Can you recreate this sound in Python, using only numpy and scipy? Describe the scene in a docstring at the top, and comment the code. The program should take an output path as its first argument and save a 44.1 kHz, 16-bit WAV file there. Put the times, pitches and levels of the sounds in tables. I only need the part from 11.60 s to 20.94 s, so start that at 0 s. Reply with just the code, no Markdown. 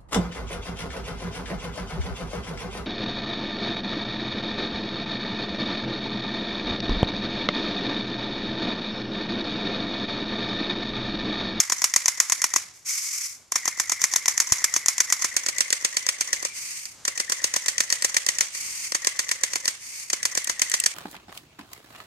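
"""A deck in a backyard, where a small electric airsoft gun fires bursts at about eight shots a second.
In each cycle the gears whine while they wind the spring, the nozzle clicks and the piston slams home.
Walls, fence and trees return a diffuse wash; between bursts the gear train seems to spin free, hissing.
Midway the camera, with its two-port microphone, turns away from the gun. Gears, hiss and air are shaped
noise; clicks and shots are noise bursts ringing through resonances of the plastic shell."""
import sys
import numpy as np
from scipy import signal
from scipy.fft import rfft, irfft, next_fast_len
from scipy.io import wavfile
from scipy.ndimage import uniform_filter1d, map_coordinates

SR = 44100
rng = np.random.default_rng(int(sys.argv[2]) if len(sys.argv) > 2 else 0)


def generate_wav(sig):
    """Save sig (samples, or channels by samples) to the path in sys.argv[1] as 16-bit PCM at SR."""
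    pcm = np.round(np.clip(np.atleast_2d(sig).T, -1, 1) * 32767).astype(np.int16)
    wavfile.write(sys.argv[1], SR, pcm)


N = 411978


def amp(db):
    """Decibels to gain."""
    return 10 ** (np.asarray(db) / 20)


def unit(x):
    """Scale to rms 1."""
    return x / np.sqrt(np.mean(x ** 2) + 1e-20)


def colour(points, hz):
    """Gain of (Hz, dB) points on a log frequency axis."""
    point_hz, db = np.transpose(points)
    return amp(np.interp(np.log(hz + 1), np.log(point_hz), db))


def curve(rows):
    """One value per sample from (s, value) rows."""
    return np.interp(np.arange(N) / SR, *np.transpose(rows))


def wobble(rate):
    """A smooth random curve with rate knots a second."""
    knots = rng.standard_normal(int(N * rate / SR) + 4)
    return map_coordinates(knots, [np.arange(N) * rate / SR])


def filtered(x, response):
    """x times a complex response of frequency."""
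    size = next_fast_len(N + SR // 2)
    spectrum = rfft(x, size) * response(np.fft.rfftfreq(size, 1 / SR))
    return irfft(spectrum, size)[..., :N]


def ringing(modes, hz):
    """Causal response of (Hz, width Hz, dB) resonances, alternating in sign."""
    total = 0
    for k, (centre, width, db) in enumerate(modes):
        damping = 1j * hz * width
        total = total + (-1) ** k * amp(db) * damping / (centre * centre - hz * hz + damping)
    return total


def add(track, sound, s):
    """Mix a sound in from time s on."""
    start = round(s * SR)
    sound = sound[..., max(0, -start):N - start]
    track[..., max(0, start):max(0, start) + sound.shape[-1]] += sound


# Tone of the open air around the deck. Each row: frequency in Hz, level in dB.
AIR_COLOUR = [(25, -16), (100, -0.5), (200, -7), (500, -10), (1000, -9), (3000, -14), (7000, -8),
              (14000, -32)]
# Level of the background rumble over time, held lower during the long hiss.
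# Each row: time in seconds, level in dB before a fixed gain.
AIR_LEVEL = [(0, -64), (1.1, -63), (1.35, -68), (1.65, -67), (1.9, -63), (3.5, -63), (4.5, -61.5),
             (9.34, -61.5)]


def air():
    """Faint open-air rumble and leaves: coloured noise, partly shared by both ports, slowly wavering."""
    shared, left, right = rng.standard_normal((3, N))
    noise = unit(filtered(shared + 0.63 * np.array([left, right]), lambda hz: colour(AIR_COLOUR, hz)))
    breeze_db = 2 * wobble(9)
    return amp(curve(AIR_LEVEL) + breeze_db + 5.55) * noise


# Sharp ticks, as of pellets striking something hard. Each row: start in seconds, level in dB.
PELLETS = [(8.844, -10.5), (9.098, -12), (9.2006, -4)]


def pellets(t60):
    """Thin, bright ticks: noise dying by 60 dB in t60 seconds, through three high resonances."""
    out = np.zeros((2, N))
    t = np.arange(SR // 25) / SR
    for s, db in PELLETS:
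        add(out, amp(db - 60 * t / t60) * rng.standard_normal((2, len(t))), s)
    hard_surface = [(3070, 840, -4.5), (7400, 1100, 3), (10310, 4100, -5.5)]
    return filtered(out, lambda hz: ringing(hard_surface, hz))


def thump(s, db, hz, width, body_db):
    """A low, soft thump with one shot: a single swing of pressure and a shorter, higher knock."""
    t = np.arange(N) / SR - s

    def swing(times):
        """One sine swing under a bell, sped up by times."""
        return -np.sin(2 * np.pi * hz * times * t) * np.exp(-(t * times / width) ** 2)

    left_right_db = [[3], [-7]]
    return amp(db) * (swing(0.86) + amp(body_db) * swing(3.2)) * amp(left_right_db)


# Spells of free spinning between bursts. Each row: start in seconds, end in seconds, then the level
# at the start and at the end in dB, before the gains for facing and turned.
FREE_SPIN = [(1.125, 1.196, -46, -58.5), (1.246, 1.673, -29.5, -36.5), (4.922, 5.261, -37.5, -42),
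             (6.916, 7.272, -37, -39), (8.18, 8.437, -44.5, -41)]
SPIN_RISE_S, SPIN_DROP_DB, SPIN_TAIL_T60 = 0.055, -2.5, 0.41  # swell, step at the end, 60 dB tail in s


def spin_level():
    """Each spell of free spinning swells, sags slowly, then drops to a fading echo."""
    t = np.arange(N) / SR
    level = 0
    for start, end, start_db, end_db in FREE_SPIN:
        swell = np.clip((t - start) / SPIN_RISE_S, 0, 1)
        sag_db = curve([(start, start_db), (end, end_db)])
        tail_db = (t > end) * (SPIN_DROP_DB - 60 * (t - end) / SPIN_TAIL_T60)
        level = level + swell * amp(sag_db + tail_db)
    return level


# Tone of the rasp with the gun in front of the microphone. Each row: frequency in Hz, level in dB.
RASP_FRONT = [(300, -68), (700, -47), (1100, -20), (1700, -20), (2200, -6), (2800, -20), (3900, -20),
              (5300, -4), (6400, -1.5), (7600, -6.5), (9000, -11.5), (12000, -15.5), (15000, -26)]
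# Tone of the rasp with the gun behind it. Each row: frequency in Hz, level in dB.
RASP_BEHIND = [(300, -20.5), (700, -26), (1000, -14.5), (1600, -14), (2150, 0.5), (2700, -5), (3400, -13.5),
               (4100, -10.5), (4550, -0.5), (5000, -3), (6500, 2.5), (7600, -3.5), (8400, 0.5), (9500, -7),
               (15000, -17.5)]


def free_spin(turned, flutter_db, surge_db):
    """Unloaded gears skim their teeth in a fluttering hiss, made of coloured noise."""
    level = spin_level() * amp(surge_db * wobble(22))
    shared, left, right = rng.standard_normal((3, N))
    sides = np.array([left, right])
    front = unit(filtered(shared + 1.23 * sides, lambda hz: colour(RASP_FRONT, hz)))
    behind = unit(filtered(sides, lambda hz: colour(RASP_BEHIND, hz)))
    hiss = amp(5.0) * (1 - turned) * front + amp(6.0) * turned * behind
    return level * amp(flutter_db * wobble(120)) * hiss


# Trigger pulls. 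Each row: first click, first shot and last shot in seconds, gear whine in dB before
# the motor's other gains, unloaded mesh pitch in Hz. The shots between are evenly spaced.
BURSTS = [(-0.02, 0.0018, 0.961, -43, 2345), (1.9208, 1.9577, 4.8501, -38.5, 2325),
          (5.452, 5.479, 6.8082, -41.5, 2250), (7.3205, 7.3484, 8.0786, -41, 2277),
          (8.5009, 8.5311, 9.2609, -41, 2234)]
CYCLE_S = 0.121  # one turn of the gearbox, roughly
CLICK_LEAD_S = 0.023  # after the first shot, the nozzle clicks this long before the piston lands


def cycles():
    """The gearbox turns at a steady rate through each burst: rows of (click s, shot s)."""
    rows = []
    for first_click, first, last, *_ in BURSTS:
        shots = np.linspace(first, last, round((last - first) / CYCLE_S) + 1)
        clicks = np.append(first_click, shots[1:] - CLICK_LEAD_S)
        rows += zip(clicks, shots)
    return np.array(rows)


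# Loudness of the gun at the camera, for motor and blows. Each row: time in seconds, level in dB.
GUN_LEVEL = [(0, 0), (3.4, -0.5), (3.75, -0.6), (4.1, -3), (4.4, -4.5), (4.85, -5), (5.8, -2), (6.8, -2),
             (7.7, -3.7), (9.3, -2.5)]
RUN_ON_S, MOTOR_RISE_S, MOTOR_FALL_S = 0.071, 0.05, 0.024  # run-on after the last shot, start, stop


def motor_level():
    """The motor starts with the first click of a burst and runs on briefly after the last shot."""
    t = np.arange(N) / SR
    running = 0
    for start, _, last, db, _ in BURSTS:
        rise = np.clip((t - start) / MOTOR_RISE_S, 0, 1)
        fall = np.clip(1 - (t - last - RUN_ON_S) / MOTOR_FALL_S, 0, 1)
        running = running + amp(db) * rise * fall
    return running * amp(curve(GUN_LEVEL))


GEAR_TURN_S, GEAR_TIGHT_S = 0.034, 0.04  # off-centre gear: one turn, tightest mesh before the shot


def gears(turned, sag, width_hz, load_db, ripple_db, waver):
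    """A rough mesh tone that sinks and swells as the spring is wound, and recovers at each shot."""
    t = np.arange(N) / SR
    fired = cycles()[:, 1]
    to_next = np.append(fired, 100)[np.searchsorted(fired, t)] - t  # seconds to the next shot
    load = uniform_filter1d(np.clip(1.3 - to_next / .11, 0, 1), size=200)
    # the off-centre gear makes level and pitch swing a few times a cycle
    tight = np.cos(2 * np.pi * (to_next - GEAR_TIGHT_S) / GEAR_TURN_S)
    free_hz = curve([(s, hz) for start, _, last, _, hz in BURSTS for s in (start, last)])
    phase = 2 * np.pi * np.cumsum(free_hz * (1 - sag * load - waver * tight)) / SR
    # uneven teeth spread the tone into a narrow band
    teeth = unit(filtered(rng.standard_normal((2, 3, N)), lambda hz: 1 / (1 + (hz / width_hz) ** 2)))
    shared, left, right = unit(teeth[0] * np.cos(phase) + teeth[1] * np.sin(phase))
    # the whine leans to the left port, more so once turned
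    lean = amp(np.array([[1], [-1]]) * (2.0 + 4.2 * turned))
    whine = unit(shared + 0.21 * np.array([left, right])) * lean
    # the housing hums under the gears
    hum_modes = [(533, 57, -7.0), (1146, 33, -2.0)]
    housing = unit(filtered(rng.standard_normal(N), lambda hz: ringing(hum_modes, hz)))
    flutter_db = 2 * wobble(70)
    level = motor_level() * amp(load_db * (load - 4.0) + ripple_db * tight + flutter_db)
    return level * (amp(9.0) * whine + amp(-15 + 10.4 * turned) * housing)


# Resonances of the plastic shell and gearbox. Each row: frequency in Hz, width in Hz, level in dB.
SHELL = [(236, 183, -26.5), (352, 95, -19.5), (543, 109, -22), (698, 164, -20), (1041, 126, -8.5),
         (1343, 280, -14.5), (1893, 221, -7), (2417, 285, -13), (3420, 850, -17), (4510, 357, -9.5),
         (5640, 630, -1.5), (6533, 655, 1), (7540, 1025, -6), (8590, 580, -10.5), (9430, 2000, -15.5)]


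def teeth_clatter(turned, rate, size_db, t60):
    """Gear teeth tick unevenly against the shell while the motor runs: random decaying noise ticks."""
    sizes = np.minimum(rng.exponential(size=N), 3)
    ticks = (rng.random(N) < rate / SR) * amp(size_db * sizes)
    decay = amp(-60 * np.arange(SR // 50) / SR / t60)
    envelope = signal.fftconvolve(ticks, decay)[:N]
    rattle = unit(filtered(envelope * rng.standard_normal((2, N)), lambda hz: ringing(SHELL, hz)))
    return motor_level() * amp(2.0 + 1.0 * turned) * rattle


# A struck part hits, then hits again. Each row: nominal delay in seconds, level in dB.
BOUNCES = [(0, 0), (.0019, -9), (.0048, -17)]


def blows(events, crack_db, crack_t60, rattle_t60, spread, blunting_db):
    """Each contact is a hard crack that bounces, then a dying rattle, ringing through the shell."""
    lead = SR // 125  # samples of build-up before contact
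    t = (np.arange(SR // 20) - lead) / SR
    force, knock = np.zeros((2, 2, N))
    for s, db, knock_db, rise_ms in events:
        shared, left, right, grit = rng.standard_normal((4, len(t)))
        hits = 0
        for delay, hit_db in BOUNCES:
            age = t - delay * rng.uniform(.8, 1.2)
            hits = hits + (age >= 0) * amp(hit_db - 60 * np.abs(age) / crack_t60)
        crack = unit(grit * hits)
        rise = np.exp(np.minimum(t, 0) * 1000 / max(rise_ms, .05))
        fall = amp(-60 * np.maximum(t, 0) / rattle_t60)
        # hands, railing and deck scatter the rattle differently into each port
        rattle = unit(rise * fall * (shared + spread * np.array([left, right])))
        # a slower rise takes the edge off the crack
        push = amp(db) * unit(amp(crack_db - blunting_db * rise_ms) * crack + rattle)
        add(force, push, s - lead / SR)
        # the low resonances feel mostly one clean shove
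        shove = amp(db - 3.5) * np.sqrt(len(t)) * (t == 0)
        add(knock, (shove + amp(-6) * push) * amp(knock_db), s - lead / SR)
    low = filtered(knock, lambda hz: ringing(SHELL[:6], hz))
    high = filtered(force, lambda hz: ringing(SHELL[6:], hz))
    return low + high


# A cycle is clean unless listed in these two. Dull: the piston lands softly, with a knock.
# Each entry: time of the cycle in seconds.
DULL_AT = [0.12, 0.96, 1.96, 2.08, 2.32, 3.16, 3.65, 3.89, 4.85, 5.48, 5.6, 5.72, 5.96, 7.35, 7.96, 8.53,
           8.78, 8.9]
# Faint click: hardly a click, then an ordinary shot. Each entry: time of the cycle in seconds.
FAINT_CLICK_AT = [0.6, 2.2, 2.92, 3.04, 3.77, 4.25, 4.37, 4.61, 4.73, 5.84, 7.59, 7.84]
BEHIND_KNOCK_DB, BEHIND_RISE_MS = -1, 0.24  # blows are thinner and blunter from behind the camera
SCATTER_DB, KNOCK_SCATTER_DB = 0.5, 0.14  # chance from blow to blow


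def strokes(times, kinds):
    """The kind of cycle sets each blow: rows of (s, level dB, knock dB, rise ms)."""
    def listed(marks):
        """True for times within half a cycle of a mark."""
        return np.abs(times[:, None] - marks).min(axis=1) < CYCLE_S / 2

    kind = listed(DULL_AT) + 2 * listed(FAINT_CLICK_AT)
    db, knock_db, rise_ms = np.array(kinds)[kind].T
    turned = np.interp(times, *np.transpose(TURN))
    gun_db = np.interp(times, *np.transpose(GUN_LEVEL))
    chance = rng.standard_normal((len(times), 2))
    level_db = db + gun_db + SCATTER_DB * chance[:, 0]
    knock_db = knock_db + BEHIND_KNOCK_DB * turned + KNOCK_SCATTER_DB * chance[:, 1]
    return np.transpose([times, level_db, knock_db, rise_ms + BEHIND_RISE_MS * turned])


def ports(x, table, lag_ms):
    """Each microphone port has its own colour; the left one hears the gun lag_ms later."""
    table = np.array(table)

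    def response(hz):
        """Left and right colour, the left delayed."""
        lag = np.exp(-2j * np.pi * hz * lag_ms / 1000)
        return np.array([colour(table[:, [0, 1]], hz) * lag, colour(table[:, [0, 2]], hz)])

    return filtered(x, response)


# Tone of the yard's echo with the gun in front. Each row: frequency in Hz, level in dB.
ECHO_FRONT = [(200, -42), (600, -27), (1100, -9), (1600, -10.5), (2100, -4), (2900, -15.5), (4300, -11),
              (5500, -2.5), (7000, -2), (8600, -10), (11500, -11.5), (15000, -29)]
# Tone of the yard's echo with the gun behind. Each row: frequency in Hz, level in dB.
ECHO_BEHIND = [(200, -27.5), (550, -13.5), (750, -14.5), (1200, -10.5), (2000, -1.5), (3300, -4.5),
               (4000, -6), (4550, -2), (5000, -3.5), (6400, 1.5), (7600, -1.5), (8400, -0.5), (9500, -7.5),
               (15000, -20.5)]


def yard(x, turned, t60, early_db, early_t60, treble_t60):
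    """Walls, fence and trees return the energy of each blow as a diffuse wash whose treble dies first."""
    t = np.arange(SR * 3 // 4) / SR

    def wash(points):
        """Coloured noise, partly shared by the ports until the camera turns."""
        noise = rng.standard_normal(N) * (1 - turned) + rng.standard_normal((2, N))
        return unit(filtered(noise, lambda hz: colour(points, hz)))

    front = np.sqrt(1 - turned) * wash(ECHO_FRONT)
    noise = front + np.sqrt(turned) * amp(5.0) * wash(ECHO_BEHIND)
    treble = filtered(noise, lambda hz: hz ** 4 / (hz ** 4 + 8000 ** 4))
    energy = np.mean(x ** 2, axis=0)
    out = 0
    for band, life in ((noise - treble, t60), (treble, treble_t60)):
        decay = amp(-60 * t / life) + amp(early_db - 60 * t / early_t60)
        fade = (decay * (1 - np.exp(-t / 0.00067))) ** 2
        out = out + band * np.sqrt(np.abs(signal.fftconvolve(energy, fade / fade.sum())[:N]))
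    return out * amp(1.8 * wobble(150))


# Piston blow in a clean, a dull and a faint-click cycle, before gun level, scatter and turning.
# Each row: level in dB, knock in dB, rise in milliseconds.
PISTON = [(-8.5, 1, 0.75), (-12, 6.5, 1.48), (-8.5, 1, 0.93)]
# Nozzle click in a clean, a dull and a faint-click cycle, before the same changes.
# Each row: level in dB, knock in dB, rise in milliseconds.
NOZZLE = [(-14.5, -1.1, 0.49), (-15.5, 3.6, 1.2), (-29.5, 8, 3)]
# Faint nozzle clicks in the pauses. Each row: time in seconds, level in dB, knock in dB, rise in ms.
LONE_CLICKS = [(5.2542, -25.5, -7, 0.32), (6.9492, -26, 5, 0.8)]
# Microphone colour with the gun in front. Each row: frequency in Hz, left port in dB, right port in dB.
FACING = [(200, 2, 0), (540, -2, -4), (720, 3, 1), (1100, 1, -1), (1900, 0, -2), (2300, 4, 1),
          (3200, 1, -4), (4500, -3, 0), (5600, 0, 1), (6600, 3, -4), (7600, -1, 0), (9300, -9, 4),
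          (12000, -1, 1), (15000, -3, -1)]
# Microphone colour with the gun behind. Each row: frequency in Hz, left port in dB, right port in dB.
TURNED = [(200, 4, 3), (380, 5, 3), (550, 12, 9), (750, 2, 0), (1100, 2, -3), (2000, 4, -3), (3200, 4, 1),
          (4500, 4, 4), (5600, 0, -4), (6600, -1, -6), (7800, -6, 5), (9300, -10, 4), (12000, -4, 1),
          (15000, -4, -3)]
CRACK_DB, BLUNTING_DB = 7, 7  # crack over rattle, and its loss per ms of rise


def gun(turned):
    """Nozzle clicks and piston shots, heard direct and echoed by the yard."""
    click_s, shot_s = cycles().T
    shots = blows(strokes(shot_s, PISTON), crack_db=CRACK_DB, crack_t60=0.0062,
                  rattle_t60=0.046, spread=1.0, blunting_db=BLUNTING_DB)
    clicks = blows([*strokes(click_s, NOZZLE), *LONE_CLICKS], crack_db=CRACK_DB, crack_t60=0.002,
                   rattle_t60=0.031, spread=1.0, blunting_db=BLUNTING_DB)
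    close = shots + clicks
    front = (1 - turned) * ports(close, FACING, lag_ms=0)
    behind = turned * amp(1.0) * ports(close, TURNED, lag_ms=0.4496)
    echo = yard(shots + 0.6 * clicks, turned, t60=0.47, early_db=17.0, early_t60=0.014, treble_t60=0.28)
    # the right port picks up more of the echo's top
    top = filtered(echo, lambda hz: np.exp(-((hz - 9000) / 1600) ** 2))
    return front + behind + amp(-9.0) * (echo + 0.71 * np.array([[-1], [1]]) * top)


# The camera turning away from the gun. Each row: time in seconds, share turned away from 0 to 1.
TURN = [(3.55, 0.042), (4.0, 1)]


def scene():
    """The gun and its yard, heard from a turning camera."""
    turned = curve(TURN)
    background = air() + pellets(t60=0.019)
    low_thump = thump(s=2.9232, db=-24.5, hz=105, width=.0032, body_db=-2)
    spin = free_spin(turned, flutter_db=1.67, surge_db=1.07)
    whine = gears(turned, sag=.14, width_hz=130, load_db=4, ripple_db=2.5, waver=.025)
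    clatter = teeth_clatter(turned, rate=64, size_db=4.0, t60=0.057)
    return background + low_thump + spin + whine + clatter + gun(turned)


TOP_HZ = 14700  # the camera's band limit


def record(dry):
    """The hardest cracks overload the camera, which keeps almost nothing above its band limit."""
    clipped = dry / (1 + np.abs(dry) ** 8) ** (1 / 8)
    return filtered(clipped, lambda hz: 1 / np.sqrt(1 + (hz / TOP_HZ) ** 110))


dry = scene()
out = record(dry)
generate_wav(out)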